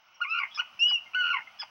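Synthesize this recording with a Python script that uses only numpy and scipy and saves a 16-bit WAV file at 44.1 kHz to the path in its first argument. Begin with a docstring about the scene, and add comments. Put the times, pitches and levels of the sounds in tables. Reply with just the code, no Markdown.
"""Hoarse seabird cries break into a fast quaver and fall away, close by in a rocky nest crevice.
A clear whistle arches over short, sharp chips and faint peeps. The cries and chips get their
grit from membranes beating unevenly. The rock walls ring briefly after each call, over a low
wash of surf and wind and the faint hum, whine and hiss of a small camera."""
import sys
import numpy as np
from scipy import signal
from scipy.fft import rfft, irfft
from scipy.io import wavfile
from scipy.ndimage import uniform_filter1d

SR = 44100
rng = np.random.default_rng(int(sys.argv[2]) if len(sys.argv) > 2 else 0)


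def log_audio(samples):
    """Write samples as a 16-bit WAV file to the path given in sys.argv[1]."""
    # one column per channel
    frames = np.atleast_2d(samples).T
    # limit to full scale, then quantise
    limited = np.clip(frames, -1, 1)
    pcm = np.round(limited * 32767).astype(np.int16)
    wavfile.write(sys.argv[1], SR, pcm)


N = 74970

# One gesture per cry; the last is a lower voice that breaks in under the long cry.
# Each row: time in seconds, pitch in Hz, fundamental and second harmonic in dB before the throat EQ,
# quaver dip as a share of pitch, roughness from 0 to 1.
CRY_CURVES = [
    [(.204, 1182, -37.5, -55.5, 0, 0.08), (.211, 1248, -34.5, -57.5, 0.024, 0.01),
     (.216, 1442, -26.5, -34, 0.007, 0.04), (.231, 1413, -38, -35.5, 0.00097, 0.14),
     (.243, 1347, -45.5, -33, 0.021, 0.41), (.251, 1072, -38, -33, 0.0067, 0.23),
     (.272, 1191, -43, -41, 0.01, 0.11), (.300, 1295, -37, -37.5, 0.0085, 0.04),
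     (.316, 1325, -37, -23.5, 0.0025, 0.01), (.336, 1356, -35.5, -28.5, 0.047, 0.14),
     (.347, 1403, -31, -30, 0.19, 0.08), (.392, 1392, -32.5, -29, 0.14, .2),
     (.403, 1136, -31.5, -29, 0, 0.16), (.432, 1098, -39.5, -32, 0.15, 0.74),
     (.452, 1028, -41, -34.5, 0.13, 0.77), (.478, 922, -52.5, -46.5, 0.1, 0.4)],
    [(.574, 1148, -38, -43.5, 0.0048, .4), (.586, 1289, -33, -35, 0.069, 0),
     (.599, 1514, -30, -22, 0.013, 0.31), (.607, 1414, -35, -23.5, 0.0091, .3),
     (.614, 958, -38.5, -42.5, 0, 0.54), (.624, 784, -42.5, -45, 0.0139, .5)],
    [(1.134, 1332, -44.5, -37.5, 0.017, 0.29), (1.144, 1319, -42.5, -34.5, 0.0032, 0.39),
     (1.150, 1486, -31.5, -26, 0.018, 0.09), (1.165, 1499, -29, -37.5, 0.0059, 0),
     (1.182, 1496, -27.5, -34, 0.02, 0.02), (1.208, 1481, -28.5, -26.5, 0, 0.06),
     (1.226, 1473, -33, -31, 0.08, 0), (1.252, 1479, -30, -27, .13, 0.2),
     (1.292, 1476, -32.5, -28.5, 0.17, 0.39), (1.315, 1428, -29, -28.5, 0.067, 0),
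     (1.335, 1406, -35.5, -31.5, .11, 0.42), (1.38, 1389, -53, -34, 0.004, 0.54)],
    [(1.329, 1195, -42, -42.5, 0, 0.08), (1.340, 1135, -30.5, -27.5, 0.017, 0.13),
     (1.362, 1028, -30.5, -32, 0.039, 0.18), (1.385, 951.4, -36, -29, .1, 0.59),
     (1.412, 880, -48, -46, .12, 0.8)],
]
# For each cry, the time in seconds of one catch in the voice; its other catches keep time with it.
CATCH_TIMES = [0.344, 0.585, 1.25, 1.378]
# The throat's colour on a cry. Each row: frequency in Hz, gain in dB.
THROAT_EQ = [(450, -32), (900, -4), (1500, -0.5), (1720, -13), (2150, 0), (2450, -2), (2950, -1.5),
             (3250, -19), (3650, -24), (4100, -10), (4550, -13.5), (5200, -2.5), (5550, -0.5), (6400, -12)]
# The whistle's arch. Each row: time in seconds, pitch in Hz, fundamental in dB, octave in dB.
WHISTLE_CURVE = [(.791, 2717, -36, -61.5), (.798, 2625, -34.5, -41), (.811, 2748, -26, -49.5),
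                 (.824, 2795, -20.5, -39), (.842, 2866, -22.5, -44.5), (.866, 2930, -22.5, -59.5),
                 (.915, 2944, -26.5, -63), (.945, 2873, -24.5, -49), (.962, 2761, -28, -53.5),
                 (.985, 2656, -39.5, -81.5)]
# Chips that hold, then drop. Each row: start, hold and drop in seconds, top pitch in Hz,
# level of the hold and level the drop heads for, both in dB before the beak EQ.
CHIP_CUES = [(0.546, .028, 0.024, 1704, -39.5, -44), (0.87, 0.033, 0.023, 1684, -38, -39.5),
             (1.587, .026, .026, 1706, -34.5, -34.5)]
# The beak's colour on a chip. Each row: frequency in Hz, gain in dB.
BEAK_EQ = [(450, -36.5), (650, -20), (900, -7.5), (1400, -9.5), (1700, -17), (2400, -4), (3350, -8.5),
           (4100, -35), (4650, -1), (5050, -2), (5700, -3), (6800, -28)]
# Thin high notes: faint peeps, a bright overtone of the first cry, and the hoarse burst that opens
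# the first chip. Each row: start and length in seconds, pitch in Hz, mid-note level in dB.
THIN_NOTE_CUES = [(0.138, 0.032, 5590, -61.5), (0.381, 0.032, 4820, -55), (.508, 0.037, 3340, -46.5),
                  (0.291, 0.024, 5180, -54.5), (0.543, .011, 5440, -47), (0.548, 0.0049, 3670, -41),
                  (0.572, .036, 5850, -50), (1.057, .025, 2134, -53), (1.145, 0.072, 2109, -55.5),
                  (1.414, .02, 2167, -46), (1.47, 0.012, 2104, -48.5)]
# The colour of the crevice's ring. Each row: frequency in Hz, gain in dB.
RING_EQ = [(600, -9), (950, -4), (1400, -4.5), (2150, -11), (2600, 4), (3500, -10), (5000, 7.5),
           (6500, 6.5)]
# How long that ring hangs on. Each row: frequency in Hz, seconds to fall 60 dB.
RING_DECAY = [(600, 0.044), (1400, 0.38), (2900, .38), (4000, 0.2), (6500, 0.093)]
# The crevice's air modes. Each row: frequency in Hz, seconds to fall 60 dB, gain at resonance in dB.
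AIR_MODES = [(1467, 0.13, -1), (2118, 0.17, 1), (2830, 0.18, -13)]
# The colour of surf and wind. Each row: frequency in Hz, relative level in dB.
WASH_EQ = [(35, -53.5), (62, -14.5), (200, -9), (470, -15.5), (620, -3), (950, 2), (1430, 4), (1700, -8),
           (2200, -1), (2500, -1), (2950, 6), (3500, -12.5), (4200, -15), (5000, -11), (5900, -10.5),
           (6600, -15), (9000, -27)]

JITTER_HZ, FLUTTER_HZ, FLUTTER_DEPTH = 420, 150, 0.3
QUAVER_HZ, QUAVER_PITCH_HZ, QUAVER_SLOWING = 79, 1440, 1.1  # rate, at this pitch; slower below it
CATCH_SHARPNESS, CATCH_DB, BREAK_DB = 1.9, -28, -13  # dB per unit of quaver, and of roughness
CRY_RASP_DB, CHIP_RASP_DB = -22, -4.5
UPPER_DB, CRY_ROLLOFF_DB = -0.5, 13.5  # trim from the third harmonic up; loss per harmonic
CHIP_ROLLOFF_DB, CHIP_DULL_DB = 12, 11  # loss per harmonic: above the third; added by the drop
CHIP_ATTACK_S, CHIP_RELEASE_S = 0.015, 0.0037
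CHIP_ARCH, CHIP_END_RATIO = 0.012, 0.47  # shares of the top pitch
CHIP_ROUGH, DROP_ROUGH = 0.09, 0.6
WHISTLE_JITTER, NOTE_JITTER, NOTE_SAG = 0.0025, 0.011, 0.012  # shares of pitch
WALLS_DB, WALLS_T60_S, RING_DB, NEAR_WALL_SEND = -5.5, 0.084, -17.5, 0.5
WASH_DB, WASH_PATCH_DB, WASH_SWELL_DB = -56, 2, 0.6
FADE_IN_DB, FADE_IN_S = -15.5, 0.45
HUM_HZ, HUM_DB, HUM_WAVER = 102, -84, 0.32
WHINE_HZ, WHINE_DB, HISS_DB = 15735, -82, -79.5
MIC_EDGE_HZ, BAND_LIMIT_HZ = 6300, 15950


def cry(curve, catch_s):
    """A hoarse voice catches in quick dips; as the pitch sinks they slow and break it into pulses."""
    t, hz, first_db, second_db, quaver, rough = follow(curve)
    drift = 1 + 0.04 * wander(len(t), QUAVER_HZ / 2)
    beats = np.cumsum(QUAVER_HZ * (hz / QUAVER_PITCH_HZ) ** QUAVER_SLOWING * drift) / SR
    beats -= np.interp(catch_s, t, beats)
    catch = (np.cos(np.pi * beats) ** 2) ** CATCH_SHARPNESS
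    phase, strength = syrinx(hz * (1 - quaver * catch), rough)
    rasp = noise(len(t), lambda f: (f > hz.min()) / (1 + (f / hz.max() / 2) ** 4))
    first = amp(first_db) * np.sin(phase)
    second = amp(second_db) * (np.sin(2 * phase) + amp(CRY_RASP_DB) * rough * rasp)
    upper = sum(amp(-CRY_ROLLOFF_DB * (k - 2)) * np.sin(k * phase) for k in range(3, 6))
    upper *= amp(UPPER_DB + (first_db + second_db) / 2)
    dip = amp((CATCH_DB * quaver + BREAK_DB * rough) * catch)
    voice = strength * dip * (first + second + dip * upper)  # the top ducks twice: each catch dulls
    return t[0], colour(voice, lambda f: amp(read(THROAT_EQ, f)))


def syrinx(hz, rough):
    """Phase and strength of membranes that beat more unevenly with roughness."""
    pitch = hz * (1 + 0.11 * rough * wander(len(hz), JITTER_HZ))
    shimmer = 1 + rough * wander(len(hz), JITTER_HZ)
    return 2 * np.pi * np.cumsum(pitch) / SR, np.sqrt(2) * shimmer


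def whistle():
    """A nearly pure arch of tone with a weak octave on top."""
    t, hz, db, octave_db = follow(WHISTLE_CURVE)
    pitch = hz * (1 + WHISTLE_JITTER * wander(len(t), JITTER_HZ))
    phase = 2 * np.pi * np.cumsum(pitch) / SR
    return t[0], np.sqrt(2) * (amp(db) * np.sin(phase) + amp(octave_db) * np.sin(2 * phase))


def chip(start, hold, drop, top_hz, db, drop_db):
    """A bright, fluttering note that cracks: its overtones give way to a low, rasping chuck."""
    t = np.arange(0, hold + drop, 1 / SR)
    fall = np.clip((t - hold) / drop, 0, 1)
    arch = 1 - CHIP_ARCH * (1 - np.sin(np.pi * np.minimum(t / hold, 1)))
    pitch = top_hz * arch * CHIP_END_RATIO ** (np.sin(np.pi * fall / 2) ** 2)
    phase, strength = syrinx(pitch, CHIP_ROUGH + (DROP_ROUGH - CHIP_ROUGH) * np.sqrt(fall))
    tone = sum(amp(-CHIP_ROLLOFF_DB * max(k - 3, 0) - CHIP_DULL_DB * (k - 1) * fall) * np.sin(k * phase)
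               for k in range(1, 6))
    rasp = amp(CHIP_RASP_DB) * np.sqrt(fall) * noise(len(t), lambda f: 1 / (1 + (f / top_hz / 2) ** 4))
    attack = np.minimum(t / CHIP_ATTACK_S, 1)
    release = np.sqrt(np.minimum((t[-1] - t) / CHIP_RELEASE_S, 1))
    flutter = 1 + FLUTTER_DEPTH / 2 * wander(len(t), FLUTTER_HZ)
    voice = attack * release * flutter * amp(db + (drop_db - db) * fall) * strength * (tone + rasp)
    return start, colour(voice, lambda f: amp(read(BEAK_EQ, f)))


def thin_note(start, length, hz, db):
    """A single high, hoarse partial that sags slightly."""
    progress = np.arange(0, 1, 1 / (length * SR))
    pitch = hz * (1 + NOTE_SAG * (0.5 - progress) + NOTE_JITTER * wander(len(progress), JITTER_HZ))
    envelope = np.sin(np.pi * progress) * (1 + FLUTTER_DEPTH * wander(len(progress), JITTER_HZ))
    return start, np.sqrt(2) * amp(db) * envelope * np.sin(2 * np.pi * np.cumsum(pitch) / SR)


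def crevice(birds, near):
    """Quick reflections off the walls (weaker for the near bird), air modes and a faint ring."""
    t = np.arange(N) / SR
    walls = rng.standard_normal(N) * amp(-60 * t / WALLS_T60_S) * (t > 0.002)  # 2 ms pre-delay
    walls = amp(WALLS_DB) * unit_rms(walls) / np.sqrt(N)
    hz, seconds, spectrum = signal.stft(rng.standard_normal(N), SR, nperseg=256)
    decay = amp(-60 * seconds / read(RING_DECAY, hz)[:, None])
    tail = signal.istft(spectrum * decay, SR, nperseg=256)[1][:N]
    tail = colour(unit_rms(tail) / np.sqrt(N), lambda f: amp(read(RING_EQ, f)))
    modes = sum(amp(db - 60 * t / t60) * np.cos(2 * np.pi * f * t) * 2 * np.log(1000) / t60 / SR
                for f, t60, db in AIR_MODES)
    early = signal.fftconvolve(birds + NEAR_WALL_SEND * near, walls)[:N]
    ring = signal.fftconvolve(birds + near, amp(RING_DB) * tail + modes)[:N]
    return birds + near + early + ring


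def surf_and_wind():
    """The wash from outside: noise with drifting patches of colour and a slight swell."""
    hz, _, spectrum = signal.stft(rng.standard_normal(N), SR, nperseg=2048)
    patches = uniform_filter1d(rng.standard_normal(spectrum.shape), size=12, axis=0)  # blur in frequency
    patches = unit_rms(uniform_filter1d(patches, size=4, axis=1))  # and in time
    gain = amp(read(WASH_EQ, hz)[:, None] + WASH_PATCH_DB * patches)
    wash = signal.istft(spectrum * gain, SR, nperseg=2048)[1][:N]
    return amp(WASH_DB + WASH_SWELL_DB * wander(N, hz=9.2)) * unit_rms(wash)


def camera_noise():
    """The camera's steady high whine, with a wavering hum and hiss that fade in."""
    t = np.arange(N) / SR
    waver = 1 + HUM_WAVER * wander(N, hz=22)
    hum = np.sqrt(2) * amp(HUM_DB) * waver * np.sin(2 * np.pi * HUM_HZ * t)
    whine = np.sqrt(2) * amp(WHINE_DB) * np.sin(2 * np.pi * WHINE_HZ * t)
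    hiss = amp(HISS_DB) * rng.standard_normal(N)
    return whine + fade_in() * (hum + hiss)


def fade_in(depth=1):
    """The background's fader: it comes up from depth times FADE_IN_DB."""
    t = np.arange(N) / SR
    return amp(depth * FADE_IN_DB * np.maximum(1 - (t / FADE_IN_S) ** 2, 0))


def amp(db):
    """Decibels to gain."""
    return 10 ** (np.asarray(db) / 20)


def unit_rms(x):
    """Scales to rms 1."""
    return x / np.sqrt(np.mean(x ** 2) + 1e-20)


def read(points, hz):
    """Reads a curve on a log-frequency axis."""
    f, value = np.transpose(points)
    return np.interp(np.log(np.abs(hz) + 1), np.log(f + 1), value)


def follow(curve):
    """Turns breakpoints into sample times and smooth control lanes."""
    times, *lanes = np.transpose(curve)
    t = np.arange(times[0], times[-1], 1 / SR)
    return [t] + [uniform_filter1d(np.interp(t, times, lane), size=130) for lane in lanes]


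def colour(x, gain):
    """Equalises x by a gain given as a function of frequency."""
    size = 2 * len(x)
    return irfft(rfft(x, size) * gain(np.fft.rfftfreq(size, 1 / SR)), size)[:len(x)]


def noise(count, gain):
    """Coloured noise of rms about 1."""
    return unit_rms(colour(rng.standard_normal(N), gain))[:count]


def wander(count, hz):
    """Random drift that rolls off above hz."""
    return noise(count, lambda f: np.exp(-(f / hz) ** 2))


def add(mix, start_s, sound):
    """Mixes a sound in with softened ends."""
    softened = sound * signal.windows.tukey(len(sound), min(1, 160 / len(sound)))
    part = mix[max(round(start_s * SR), 0):][:len(sound)]
    part += softened[:len(part)]


def scene():
    """All the birds in the crevice, the whistler nearest, over the wash."""
    birds, near = np.zeros((2, N))
    for curve, catch_s in zip(CRY_CURVES, CATCH_TIMES):
        add(birds, *cry(curve, catch_s))
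    for cue in CHIP_CUES:
        add(birds, *chip(*cue))
    for cue in THIN_NOTE_CUES:
        add(birds, *thin_note(*cue))
    add(near, *whistle())
    return (crevice(birds, near) + fade_in(depth=0.36) * surf_and_wind())[None]


def record(dry):
    """A narrow-band microphone cuts the top; the camera's noise joins before the band limit."""
    mic = colour(dry[0], lambda f: 1 / np.sqrt(1 + (f / MIC_EDGE_HZ) ** 44))
    band_limit = signal.firwin(1023, BAND_LIMIT_HZ, window=("kaiser", 9), fs=SR)
    return signal.oaconvolve(mic + camera_noise(), band_limit, "same")[None]


dry = scene()
out = record(dry)
log_audio(out)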